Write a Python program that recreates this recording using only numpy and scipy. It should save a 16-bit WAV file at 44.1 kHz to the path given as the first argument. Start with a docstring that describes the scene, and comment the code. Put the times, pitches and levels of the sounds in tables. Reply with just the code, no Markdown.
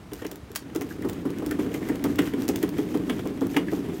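"""Paw thumps, sparse at first, then a steady gallop: a cat in a large plastic exercise wheel.
Each paw swells the wheel's hollow ring into a thump. The rim clacks on its rollers; claws tick,
squeak and snag in the tread. Underneath, the rollers rumble as the wheel gathers speed and paws
scuff the lining. The room is quiet and carpeted."""
import sys
import numpy as np
from scipy import signal
from scipy.io import wavfile
from scipy.ndimage import map_coordinates

SR = 44100
rng = np.random.default_rng(int(sys.argv[2]) if len(sys.argv) > 2 else 0)


def digitize_waveform(pressure):
    """Quantize a signal to 16-bit integers and store it at the path in sys.argv[1].

    Rows of a 2-D input are taken as channels; values are limited to [-1, 1].
    """
    field = np.atleast_2d(pressure).T
    bounded = np.clip(field, -1, 1)
    quanta = np.round(bounded * 32767).astype(np.int16)
    wavfile.write(sys.argv[1], SR, quanta)


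N = 176400
T = np.arange(N) / SR

# room air spectrum: f/Hz, level/dB
AIR_SPECTRUM = [(25,-32),(60,3),(180,-1.5),(450,-11.5),(1600,-19.5),(16000,-41.5)]
# room decay: f/Hz, t60/s
ROOM_DECAY = [(100,0.71),(500,0.2),(2000,0.18),(8000,0.17),(16000,0.12)]
# rolling envelope: t/s, level/dB
ROLL_ENVELOPE = [(0,-54),(.45,-53),(.7,-41),(1.1,-34.5),(1.6,-31),(2.3,-30.5),(3.3,-31.5),(4,-32)]
# roller rumble spectrum: f/Hz, level/dB
RUMBLE_SPECTRUM = [(25,-30),(55,-14.5),(140,-6.5),(220,-5),(300,1.5),(450,-11.5),(560,-20),(1000,-29),(3200,-37.5),(4200,-43),(16000,-50)]
# paws brush the lining: centre t/s, level/dB
SCUFFS = [(.19,-58),(.91,-56.5),(1.2,-67),(1.62,-56.5),(1.75,-54.5),(1.87,-54.5),(2.1,-56.5),(2.27,-51.5),(2.42,-55),(2.59,-55),(2.798,-54.5),(2.925,-55),(3.09,-61),(3.18,-56),(3.53,-54.5),(3.748,-52.5),(3.97,-55.5)]
# lining friction spectrum: f/Hz, level/dB
SCUFF_SPECTRUM = [(1800,7.5),(4500,2.5),(6500,4),(10500,-4),(14000,5),(16000,-7.5)]
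# claws slip: t/s, level/dB, f/Hz
CLAW_SLIPS = [(0.192,-57,1650),(.907,-50,1550),(1.022,-54.5,1900),(1.509,-43.5,1700),(1.821,-52,1960),(1.891,-47.5,1840),(2.222,-51,1780),(3.682,-46.5,1900)]
# claw tips tap: t/s, level/dB
CLAW_TAPS = [(.358,-37.5),(.517,-41.5),(1.023,-39),(1.305,-37),(1.386,-35),(1.493,-43),(1.957,-35.5),(2.158,-33.5),(2.4213,-31.5),(2.692,-33.5),(2.783,-35),(2.974,-35.5),(3.274,-35),(3.41,-36.5),(3.469,-37)]
# claws snag, one snaps free loudly: t/s, level/dB
CLAW_SNAGS = [(0.1342,-18),(.2665,-20.5),(0.3145,-17.5),(0.5521,-17),(0.5594,-3),(0.7497,-19.5),(0.761,-16),(0.811,-19.5),(0.8201,-18),(1.0876,-22.5),(1.097,-19.5),(1.132,-25),(1.463,-18),(1.511,-15.5),(1.7416,-20),(1.8882,-20.5),(2.0407,-12),(2.1885,-28),(2.22,-20),(2.4804,-13),(2.489,-9),(2.5591,-12),(2.629,-13),(3.0959,-37)]
# tap and snag spectrum: f/Hz, level/dB
CLAW_SPECTRUM = [(400,-1.5),(1500,6.5),(4600,3),(6000,5),(10500,1),(13000,3.5),(16000,6)]
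# rim knocks on the rollers: t/s, level/dB
RIM_KNOCKS = [(.113,-40),(.217,-33),(0.244,-28.5),(.5565,-33),(0.75,-32.5),(.8105,-31),(1.086,-32),(1.5907,-30),(1.739,-28),(2.037,-28),(2.183,-15.5),(2.2508,-33),(2.269,-29),(2.332,-29),(2.49,-27.5),(2.628,-27),(2.781,-30),(2.938,-30),(3.0925,-20.5),(3.1882,-29),(3.539,-30),(3.562,-13)]
# clack and rattle spectrum: f/Hz, level/dB
PLASTIC_SPECTRUM = [(200,-41),(600,5),(1200,0.5),(1950,6),(2600,-0.5),(3250,1),(4200,-15),(6500,-15.5),(16000,-18)]
# leading paw lands: t/s, level/dB
LANDINGS = [(.115,-25.5),(0.214,-26),(.241,-22.5),(0.314,-29.5),(.501,-29.5),(0.752,-18),(.809,-21.5),(.982,-29),(1.044,-17),(1.25,-16),(1.419,-20.5),(1.514,-20.5),(1.586,-16),(1.66,-22),(1.742,-21.5),(1.815,-21),(1.892,-16),(2.044,-14.5),(2.186,-13),(2.332,-17.5),(2.486,-15),(2.628,-14),(2.782,-15.5),(2.944,-15),(3.093,-18),(3.252,-18),(3.413,-15),(3.561,-12.5),(3.720,-15),(3.883,-21)]
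# pad slap spectrum: f/Hz, level/dB
SLAP_SPECTRUM = [(60,-25.5),(130,-5.5),(250,-3.5),(420,7.5),(560,-8.5),(1300,-17),(2200,-33),(6000,-40)]
# wheel shell modes: f/Hz, level/dB, t60/s
SHELL_MODES = [(183.7,-8,0.46),(281.5,0.5,0.23),(387.6,8,0.056)]

RING_HZ, RING_PEAK_S, DETUNE, WOBBLE = 294.7, 0.013, 0.021, 0.06
BODY_DB, SHELL_DB = -15, -5.5
HARD_DB, BODY_DB_PER_DB = -15, 0.53  # landings below HARD_DB ring less
SLAP_DB, SLAP_RISE_S, SLAP_DECAY_S = -21.5, 0.0045, 0.019
PARTNER_LAG_S, PARTNER_DB = .047, -10.5  # second paw of each pair


def amp(db):
    """dB to gain."""
    return 10 ** (np.asarray(db) / 20)


def unit(x):
    """Scale to rms 1."""
    return x / np.sqrt(np.mean(x ** 2) + 1e-20)


def read(points, hz):
    """Interpolate over log frequency."""
    f, value = np.transpose(points)
    return np.interp(np.log(hz + 1), np.log(f + 1), value)


def add(mix, at_s, sound):
    """Mix in at at_s."""
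    part = mix[max(round(at_s * SR), 0):][:len(sound)]
    part += sound[:len(part)]


def colour(x, spectrum, size=4096):
    """Causal unit-energy filter of the given spectral shape."""
    log_gain = np.log(amp(read(spectrum, abs(np.fft.fftfreq(size, 1 / SR)))))
    taps = np.fft.ifft(np.exp(np.conj(signal.hilbert(log_gain)))).real[:size // 2]
    return signal.oaconvolve(x, taps / np.linalg.norm(taps))[:N]


def drift(rate_hz, count):
    """Smooth random curve, rms about 1."""
    at = np.arange(count) / SR * rate_hz
    return map_coordinates(rng.standard_normal(int(at[-1]) + 4), [at + 1], order=3, mode="nearest")


def crackle(count, grain):
    """Noise in sub-millisecond clumps."""
    return unit(rng.standard_normal(count) * np.exp(grain * np.tanh(drift(1440, count))))


def grains(per_s, decay_s, count, spread_db=2):
    """Decaying noise bursts, random in time and size."""
    hits = rng.random(N) < per_s / SR
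    sizes = amp(spread_db * np.minimum(rng.exponential(1, N), 3))
    envelope = signal.oaconvolve(hits * sizes, np.exp(-T[:count] / decay_s))[:N]
    return envelope * rng.standard_normal(N)


def air(level_db=-45.5):
    """Steady low room noise."""
    return amp(level_db) * unit(colour(rng.standard_normal(N), AIR_SPECTRUM))


def room(x, gap_s=.004, density=.1, size=20000):
    """Sparse reflections; each band decays at its own rate."""
    taps = rng.standard_normal(size) * (rng.random(size) < density) * (T[:size] > gap_s)
    hz, t, bands = signal.stft(taps, SR, nperseg=256)
    decay = amp(-60 * t / read(ROOM_DECAY, hz)[:, None])
    tail = signal.istft(bands * decay, SR, nperseg=256)[1]
    return signal.oaconvolve(x, tail / np.linalg.norm(tail))[:N]


def rolling(lumpy_db=2.0, rattle_db=-21.5):
    """The wheel rumbles over its rollers, with small plastic rattles."""
    rumble = colour(rng.standard_normal(N) * amp(lumpy_db * drift(45, N)), RUMBLE_SPECTRUM)
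    rattle = colour(grains(per_s=140, decay_s=.004, count=900), PLASTIC_SPECTRUM)
    envelope = amp(np.interp(T, *np.transpose(ROLL_ENVELOPE)))
    return envelope * (unit(rumble) + amp(rattle_db) * unit(rattle))


def scuffing(width_s=.045, hiss_db=3.5, flutter_db=1.5, grit_db=2.5):
    """Gritty hiss swells as a paw brushes the lining."""
    swells = sum(amp(db) * np.exp(-((T - at_s) / width_s) ** 2) for at_s, db in SCUFFS)
    hiss = amp(hiss_db + flutter_db * drift(50, N)) * rng.standard_normal(N)
    grit = amp(grit_db) * unit(grains(per_s=190, decay_s=.00041, count=400))
    return swells * colour(hiss + grit, SCUFF_SPECTRUM)


def squeaks(peak_s=.0047, width_hz=480, count=4000):
    """Slipping claws scrape out short narrow-band squeaks."""
    out, u = np.zeros(N), T[:count] / peak_s
    for at_s, db, hz in CLAW_SLIPS:
        band = signal.butter(2, [hz - width_hz / 2, hz + width_hz / 2], "bandpass", fs=SR)
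        scrape = signal.lfilter(*band, rng.standard_normal(count))
        add(out, at_s, amp(db) * unit(u * np.exp(-u) * scrape))
    return out


def claw_catch(decay_s, tick=5.55, count=2000):
    """Sharp tick, then a short tearing of fibres."""
    burst = np.exp(-T[:count] / decay_s) * crackle(count, grain=.75)
    burst[0] = tick
    return burst


def claws(snag_db=-15):
    """Claws snag in the tread or only tap it."""
    out = np.zeros(N)
    for at_s, db in CLAW_SNAGS:
        add(out, at_s, amp(db + snag_db) * claw_catch(decay_s=.004))
    for at_s, db in CLAW_TAPS:
        add(out, at_s, amp(db) * claw_catch(decay_s=.0016))
    return colour(out, CLAW_SPECTRUM)


def clacks(gain_db=-20.5, rise_s=.0064, decay_s=.0059, count=4000):
    """The plastic rim chatters briefly against a roller."""
    out, t = np.zeros(N), T[:count]
    envelope = np.minimum(t / rise_s, 1) ** 2 * np.exp(-t / decay_s)
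    for at_s, db in RIM_KNOCKS:
        chatter = colour(envelope * crackle(count, grain=.8), PLASTIC_SPECTRUM)
        add(out, at_s, amp(db + gain_db) * unit(chatter))
    return out


def shell_hum(t):
    """Damped shell modes, detuned anew at each landing."""
    hum = np.zeros(len(t))
    for hz, db, t60_s in SHELL_MODES:
        detuned_hz = hz * (1 + DETUNE * rng.standard_normal())
        hum += amp(db - 60 * t / t60_s) * np.sin(2 * np.pi * (detuned_hz * t + rng.random()))
    return hum


def paws(count=8000):
    """Each soft pad slaps the tread, swells the wheel's main ring and leaves the shell humming."""
    out, t = np.zeros(N), T[:count]
    u = t / RING_PEAK_S
    slap_envelope = np.minimum(t / SLAP_RISE_S, 1) * np.exp(-np.maximum(t - SLAP_RISE_S, 0) / SLAP_DECAY_S)
    partners = [(at_s + PARTNER_LAG_S, db + PARTNER_DB) for at_s, db in LANDINGS]
    for at_s, db in LANDINGS + partners:
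        hz = RING_HZ * (1 + DETUNE * rng.standard_normal() + WOBBLE * drift(144, count))
        ring = (u * np.exp(1 - u)) ** 2 * np.sin(2 * np.pi * np.cumsum(hz) / SR)
        shell = amp(SHELL_DB) * np.minimum(u / 2, 1) ** 2 * shell_hum(t)
        body_db = db + BODY_DB + BODY_DB_PER_DB * (db - HARD_DB)
        add(out, at_s, amp(body_db) * unit(ring + shell))
        slap = colour(slap_envelope * rng.standard_normal(count), SLAP_SPECTRUM)
        add(out, at_s, amp(db + SLAP_DB) * unit(slap))
    return out


def scene(thump_send_db=-15, click_send_db=-9.5):
    """Cat, wheel and room; mono."""
    thumps = paws()
    clicks = clacks() + claws() + squeaks()
    background = air()
    reverb = room(amp(thump_send_db) * thumps + amp(click_send_db) * clicks)
    return (background + reverb + rolling() + scuffing() + clicks + thumps)[None]


def record(dry):
    """Low-pass at 16.2 kHz."""
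    taps = signal.firwin(255, 16200, window=("kaiser", 9), fs=SR)
    return signal.oaconvolve(dry, taps[None], "same")


dry = scene()
out = record(dry)
digitize_waveform(out)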